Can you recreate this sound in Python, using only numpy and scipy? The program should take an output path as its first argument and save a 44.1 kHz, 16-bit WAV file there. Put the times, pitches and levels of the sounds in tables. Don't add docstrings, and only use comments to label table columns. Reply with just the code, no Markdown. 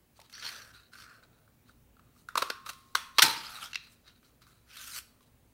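import sys
import numpy as np
from scipy import signal
from scipy.io import wavfile
from scipy.ndimage import uniform_filter1d

SR = 44100
rng = np.random.default_rng(int(sys.argv[2]) if len(sys.argv) > 2 else 0)


def log_audio(samples):
    frames = np.atleast_2d(samples).T
    limited = np.clip(frames, -1, 1)
    pcm = np.round(limited * 32767).astype(np.int16)
    wavfile.write(sys.argv[1], SR, pcm)


N = 244081


def gain_of(db):
    return 10 ** (np.asarray(db) / 20)


def evened(x):
    return x / np.sqrt(np.mean(x ** 2) + 1e-20)


def read(points, hz):
    f, value = np.transpose(points)
    return np.interp(np.log(hz + 1), np.log(f + 1), value)


def add(mix, s, sound):
    part = mix[round(s * SR):][:len(sound)]
    part += sound[:len(part)]


def resonate(x, hz, width):
    turn = np.exp(2j * np.pi * np.cumsum(hz * np.ones(len(x))) / SR)
    r = np.exp(-np.pi * width / SR)
    smooth = signal.lfilter([1 - r], [1, -r], x / turn + 1e-18)
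    return 2 * (turn * smooth).real


def steep(x, hz, width):
    return resonate(resonate(x, hz, width), hz, width)


def ring(drive, modes):
    total = 0
    for k, (hz, width, db) in enumerate(modes):
        total = total + (-1) ** k * gain_of(db) * resonate(drive, hz, width)
    return total


def no_bass(x, hz):
    return signal.sosfilt(signal.butter(2, hz, "high", fs=SR, output="sos"), x)


def lumps(count, size):
    return evened(uniform_filter1d(uniform_filter1d(rng.standard_normal(count), size=size), size=size))


def fibres(count, grit_db):
    return rng.standard_normal(count) * gain_of(grit_db * np.minimum(rng.exponential(1, count), 4))


def burst(ms, swell):
    u = np.arange(1500) / SR / (max(ms, .3) / 1000)
    swell = np.clip(swell, .03, .9)
    rise = (u / swell) ** 2
    fall = np.clip((1 - u) / (1 - swell), 0, 1)
    return np.where(u < swell, rise, fall) ** .7 * fibres(len(u), 1.5)


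def at_level(sound, db):
    return gain_of(db) * sound / np.sqrt(uniform_filter1d(sound ** 2, size=130).max())


def hush():
    # frequency in Hz, relative density in dB per Hz.
    spectrum = [(12, -39), (20, -13), (127, -4.5), (187, -10), (499, -17), (1570, -27), (1860, -25.5),
                (2080, -27), (2320, -27), (5230, -32.5), (14300, -30.5), (16000, -22)]
    # frequency in Hz, level in dB, bandwidth in Hz.
    hum_bands = [(60, -72, 2.6), (110.5, -76, 3.4), (241, -75.5, 15)]
    hush_db, patch_db = -65, 1.3
    frames, hz = N // 512 + 5, np.fft.rfftfreq(2048, 1 / SR)
    a, b, patches = rng.standard_normal((frames, 1025, 3)).T
    patches = evened(uniform_filter1d(uniform_filter1d(patches, size=20, axis=0), size=10, axis=1))
    z = (a + 1j * b) * gain_of(read(spectrum, hz)[:, None] + patch_db * patches)
    air = gain_of(hush_db) * evened(signal.istft(z, nperseg=2048, noverlap=1536)[1][:N])
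    hum = 0
    for f, db, width in hum_bands:
        hum = hum + gain_of(db) * evened(resonate(rng.standard_normal(N), f, width))
    return air + hum


def brush(s, db, rise_ms, fall_ms, slot_hz, body_db, hiss_db):
    edge_hz, edge_db, thud_db, thud_hz = 3800, -5.5, -15, 710
    fade_db = 20
    times = s - max(rise_ms, 5) / 1000, s, s + max(fall_ms, 5) / 1000
    drops_db = fade_db, 0, fade_db
    rows = [(at, db - drop_db, edge_hz, body_db, hiss_db) for at, drop_db in zip(times, drops_db)]
    return stroke(rows, slot_hz, edge_db, thud_db, thud_hz)


def punch_body(drive, slot_hz, body_db, hiss_db, thud_db, thud_hz):
    # frequency in Hz, width in Hz, level in dB.
    body_modes = [(1500, 800, -8.5), (2696, 540, -6.5), (3100, 550, -5), (4210, 1000, -7),
                  (5590, 750, -13.5)]
    # frequency in Hz, width in Hz, level in dB.
    hiss_bands = [(6020, 1100, -19), (8950, 1800, -15), (10660, 3000, -17), (14800, 3600, -22.5)]
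    slot_width_hz, thud_width_hz = 493, 520
    slot = no_bass(steep(drive, slot_hz, slot_width_hz), 330)
    body = gain_of(body_db) * ring(drive, body_modes)
    hiss = gain_of(hiss_db) * ring(drive, hiss_bands)
    upper = no_bass(body + hiss, 1300)
    thud = no_bass(gain_of(thud_db) * steep(drive, thud_hz, thud_width_hz), 100)
    return slot + upper + thud


def flexing(x):
    patch_db = 2.5
    hz, t, z = signal.stft(x, SR, nperseg=256, noverlap=192)
    patches = rng.standard_normal((len(t), len(hz))).T
    patches = evened(uniform_filter1d(uniform_filter1d(patches, size=4, axis=0), size=20, axis=1))
    bent = z * gain_of(patch_db * patches * (hz[:, None] > 2000))
    return signal.istft(bent, SR, nperseg=256, noverlap=192)[1][:N]


def room(x):
    # frequency in Hz, time to fall by 60 dB in seconds.
    decay = [(250, 0.54), (700, 0.25), (1080, 0.65), (1450, 0.49), (4600, 0.41), (12000, 0.39)]
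    # delay in ms, level in dB.
    echoes = [(5.5, -15), (9.3, -21.5), (13.7, -22.5), (19.1, -22.5)]
    tail_db = -12.5
    taps = np.zeros(SR)
    at = np.arange(350, SR - 20, 20)
    taps[at + rng.integers(0, 20, len(at))] = rng.choice([-1., 1.], len(at))
    hz, t, z = signal.stft(taps, SR, nperseg=256)
    tail = signal.istft(z * gain_of(-60 * t / read(decay, hz)[:, None]), SR, nperseg=256)[1]
    tail = gain_of(tail_db) * tail / np.linalg.norm(tail)
    for ms, db in echoes:
        add(tail, ms / 1000, gain_of([db]) * rng.choice([-1., 1.]))
    return signal.fftconvolve(no_bass(x, 330), tail)[:N]


def tick(s, db, slot_hz, bright_db):
    length_ms, swell = 7.7, 0.14
    hiss_over_body_db, thud_db, thud_hz = 1.5, -16, 626
    drive = burst(length_ms, swell)
    sound = punch_body(drive, slot_hz, bright_db, bright_db + hiss_over_body_db, thud_db, thud_hz)
    return s, at_level(sound, db)


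def jolt(s, db, t60):
    # frequency in Hz, width in Hz (applied twice), level in dB.
    table_modes = [(149, 48, -14.5), (278, 360, -12.5), (540, 22, -14), (910, 110, 5)]
    t = np.arange(SR // 2) / SR
    onset = np.minimum(t / 0.0066, 1)
    shudder = rng.standard_normal(len(t)) * onset * gain_of(-60 * t / max(t60, .03))
    sound = sum(gain_of(g) * steep(shudder, hz, width) for hz, width, g in table_modes)
    return s, at_level(sound, db)


def stroke(rows, slot_hz, edge_db, thud_db, thud_hz):
    edge_width_hz, flicker_db = 480, 5
    overtone, overtone_db = 1.32, -8.5
    s, *columns = np.transpose(rows)
    t = np.arange(s[0], s[-1], 1 / SR)
    level_db, edge_hz, body_db, hiss_db = (np.interp(t, s, c) for c in columns)
    drive = gain_of(2.2 * lumps(len(t), size=120)) * fibres(len(t), 1.3)
    sound = punch_body(drive, slot_hz, body_db, hiss_db, thud_db, thud_hz)
    edge = steep(drive, edge_hz, edge_width_hz)
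    edge = edge + gain_of(overtone_db) * steep(drive, overtone * edge_hz, edge_width_hz)
    catching_db = flicker_db * np.clip(lumps(len(t), size=600), -2, 1)
    sound += gain_of(body_db + edge_db + catching_db) * edge
    power = uniform_filter1d(uniform_filter1d(sound ** 2, size=3000), size=3000)
    slow = np.sqrt(abs(power) + 1e-20)
    fade = signal.windows.tukey(len(t), 150 / len(t))
    return s[0], gain_of(level_db) * sound / slow * fade


def snap(s, db, ms, swell, *body):
    return s, at_level(punch_body(burst(ms, swell), *body), db)


def release(s, db, ms):
    # frequency in Hz, width in Hz, level in dB.
    lever_modes = [(1500, 1000, -8), (2710, 180, 8), (4070, 340, 2), (5720, 1100, -8), (8150, 3000, -21.5),
                   (13000, 5000, -29.5)]
    return s, at_level(no_bass(ring(burst(ms, 0.042), lever_modes), 1010), db)


def clicks():
    # start in seconds, level in dB, slot pitch in Hz,
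    # brightness over the slot in dB.
    ticks = [(0.191, -51.5, 710, -16), (0.199, -53, 1110, 24), (0.214, -54.5, 1280, 10),
             (0.296, -56, 1420, 22), (0.326, -50.5, 1540, 24), (.350, -49, 1550, 14),
             (0.378, -47, 1720, -5), (0.932, -57, 1490, 0), (0.984, -49.5, 1410, -8),
             (1.226, -58.5, 1410, -14), (1.385, -69, 1400, -6), (1.476, -61, 1320, -17),
             (1.693, -55, 1260, -13), (1.966, -60, 1240, -13), (1.993, -56, 1250, -10),
             (2.161, -64.5, 1260, -12), (2.731, -50, 1300, 6.5), (3.87, -60, 1307, -7),
             (4.228, -63, 1340, -4), (4.417, -58, 1330, 0.5), (4.466, -57.5, 1310, -5),
             (5.206, -63, 1128, -6.5)]
    # start in seconds, level in dB, length in ms, share of it that
    # swells, slot pitch in Hz, body in dB, hiss in dB, thud in dB, thud pitch in Hz.
    snaps = [(2.286, -35, 5.6, 0.18, 1390, -9.5, -6, -22, 506),
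             (2.354, -22, 5.5, 0.12, 1290, -13.5, -11, -16.5, 490),
             (2.370, -20, 15, 0.53, 1180, -4.5, -3, -11, 532.5),
             (2.418, -23.5, 13.5, 0.38, 1220, -5, -6, -7.5, 545),
             (2.499, -26.5, 8.3, 0.3, 1450, 0.5, -3, -9, 465.5),
             (2.660, -38.5, 13, 0.19, 1200, -4, -2.5, -13, 570),
             (2.687, -35, 19, 0.3, 1310, 0, 4, -12, 556.4),
             (2.949, -17, 7.5, 0.72, 1338, -2, -2, -16.5, 557),
             (3.1826, -14.5, 10, 0.19, 1250, 0.5, -3, -15.5, 560),
             (3.19, -12.5, 7.7, 0.35, 1150, 0.5, -5.5, -17.5, 600),
             (3.219, -11, 16.8, 0.17, 1600, 9, 11, -9.5, 900),
             (3.232, -22, 16, 0.2, 1300, 4.5, 10, -7, 868)]
    # start in seconds, level in dB, length in ms.
    releases = [(3.7312, -36.5, 5.3), (3.7454, -35, 4.7), (3.7559, -26.5, 3.4)]
    out = np.zeros(N)
    for play, rows in (tick, ticks), (snap, snaps), (release, releases):
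        for row in rows:
            add(out, *play(*row))
    return out


def scene():
    # loudest moment in seconds, level in dB, rise in ms, fall in ms, slot pitch in Hz,
    # body in dB, hiss in dB.
    brushes = [(.17, -63.5, 21, 46, 1330, 6, 12), (0.259, -63, 61, 31, 1300, 9, 9),
               (.745, -54.5, 30, 145, 1450, 0.5, -1), (1.2, -73, 200, 850, 480, -30, -30),
               (1.236, -61, 13, 35, 1410, -4, -3), (1.33, -72, 56, 300, 1390, -8, -15),
               (1.695, -63.5, 45, 39, 1240, -2, 2.5), (2.041, -76, 34, 470, 1230, -10, -12),
               (2.189, -67, 70, 120, 1270, 2.5, 15.5), (3.178, -50.5, 34, 13, 1200, 6, 8),
               (2.681, -47, 33.3, 66, 1260, -4, 4), (2.76, -67, 32, 750, 1170, -0.5, 6),
               (3.83, -63, 40, 200, 1400, 9, 10.5), (3.93, -63, 60, 40, 1300, 8, 24),
               (4.078, -56, 41, 61, 1425, 4.5, -0.5), (4.162, -68, 30, 51, 1418, 5, -0.5),
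               (4.25, -65.5, 30, 120, 1320, 6, 9), (4.425, -61.5, 18.5, 73, 1310, 2, 2.5),
               (4.476, -63, 15, 206, 1340, -1, 4.5), (5.09, -76, 55, 297, 1200, -4, -6),
               (5.228, -66.5, 25, 40, 1210, 5, 10.5), (5.268, -69, 15, 30, 1210, 6, 13)]
    # start in seconds, level in dB,
    # time to fall by 60 dB in seconds.
    jolts = [(.2, -59.5, 0.21), (.44, -52, 0.11), (2.376, -53, 0.29), (2.953, -60.5, 0.18),
             (3.187, -46, .15), (3.224, -30.5, .5)]
    # time in seconds, level in dB,
    # card edge pitch in Hz, body in dB, hiss in dB.
    strokes = [
        [(.3, -63, 4270, -3, 13), (.34, -55, 4300, 14.5, 4), (.408, -49, 4550, 6.5, 5),
         (.435, -39, 4400, 7.5, 1.5), (.49, -41, 4130, 11.5, 9), (.512, -43.5, 4450, 4, 3.5),
         (.6, -51, 4600, 0, 0), (.69, -59.5, 4000, -5, 1.5), (.72, -57.5, 4600, -1, -4)],
        [(.915, -74, 4000, 4, 1), (.935, -51.5, 4000, -5.5, -2.5), (.99, -56.5, 4340, 2.5, 5),
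         (1.025, -54.5, 4080, 3.5, 6), (1.087, -55.5, 4050, -14, -13), (1.1, -56, 4100, -9.5, -8),
         (1.17, -59, 4100, -10, -8), (1.215, -75, 4050, -1, -6)],
        [(3.245, -23, 4000, 2, 2), (3.279, -29, 3940, 4, 3), (3.379, -46, 4000, 16.5, 12),
         (3.46, -43, 3900, 1.5, -1.5), (3.52, -49.5, 4130, -2, 2.5), (3.56, -45.5, 3730, -1, 1),
         (3.595, -49, 3700, -3, -1), (3.638, -41, 2960, -1, 3), (3.694, -57.5, 3400, -1.5, 0),
         (3.725, -57.5, 3750, 2, 5)],
        [(4.66, -68, 4440, -2.5, -1), (4.708, -59.5, 4550, 10.5, 10), (4.806, -44.5, 3500, 7, 11.5),
         (4.85, -50.5, 4110, 10, 19), (4.9, -45.5, 4365, 8, 14.5), (4.94, -47, 3700, 10, 20),
         (4.984, -35, 4100, 8, 16.5), (5.018, -64, 4150, 18, 22), (5.04, -76.5, 4150, 17, 24)],
    ]
    # slot pitch in Hz, edge over the body in dB,
    # thud in dB, thud pitch in Hz.
    stroke_tones = [(1510, -1.5, -12, 525), (1430, -3.5, -19, 760), (1300, -11, -10, 940),
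                    (1460, -10.5, -11.5, 740)]
    rubbing_room_db = -1.5
    spring_hz, spring_width_hz, spring_db = 1074, 2, 3.5

    rubbing, table = np.zeros((2, N))
    for row in brushes:
        add(rubbing, *brush(*row))
    for rows, tones in zip(strokes, stroke_tones):
        add(rubbing, *stroke(rows, *tones))
    rubbing = flexing(rubbing)
    for row in jolts:
        add(table, *jolt(*row))
    walls = sum(room(clicks() + gain_of(rubbing_room_db) * rubbing) for _ in range(3)) / np.sqrt(3)
    near = clicks()
    spring = gain_of(spring_db) * resonate(near, spring_hz, spring_width_hz)
    return (near + spring + rubbing + table + walls + hush())[None]


def record(dry):
    edge_hz = 15850
    low_pass = signal.firwin(255, edge_hz, window=("kaiser", 7), fs=SR)
    return signal.oaconvolve(dry, low_pass[None], "same")


dry = scene()
out = record(dry)
log_audio(out)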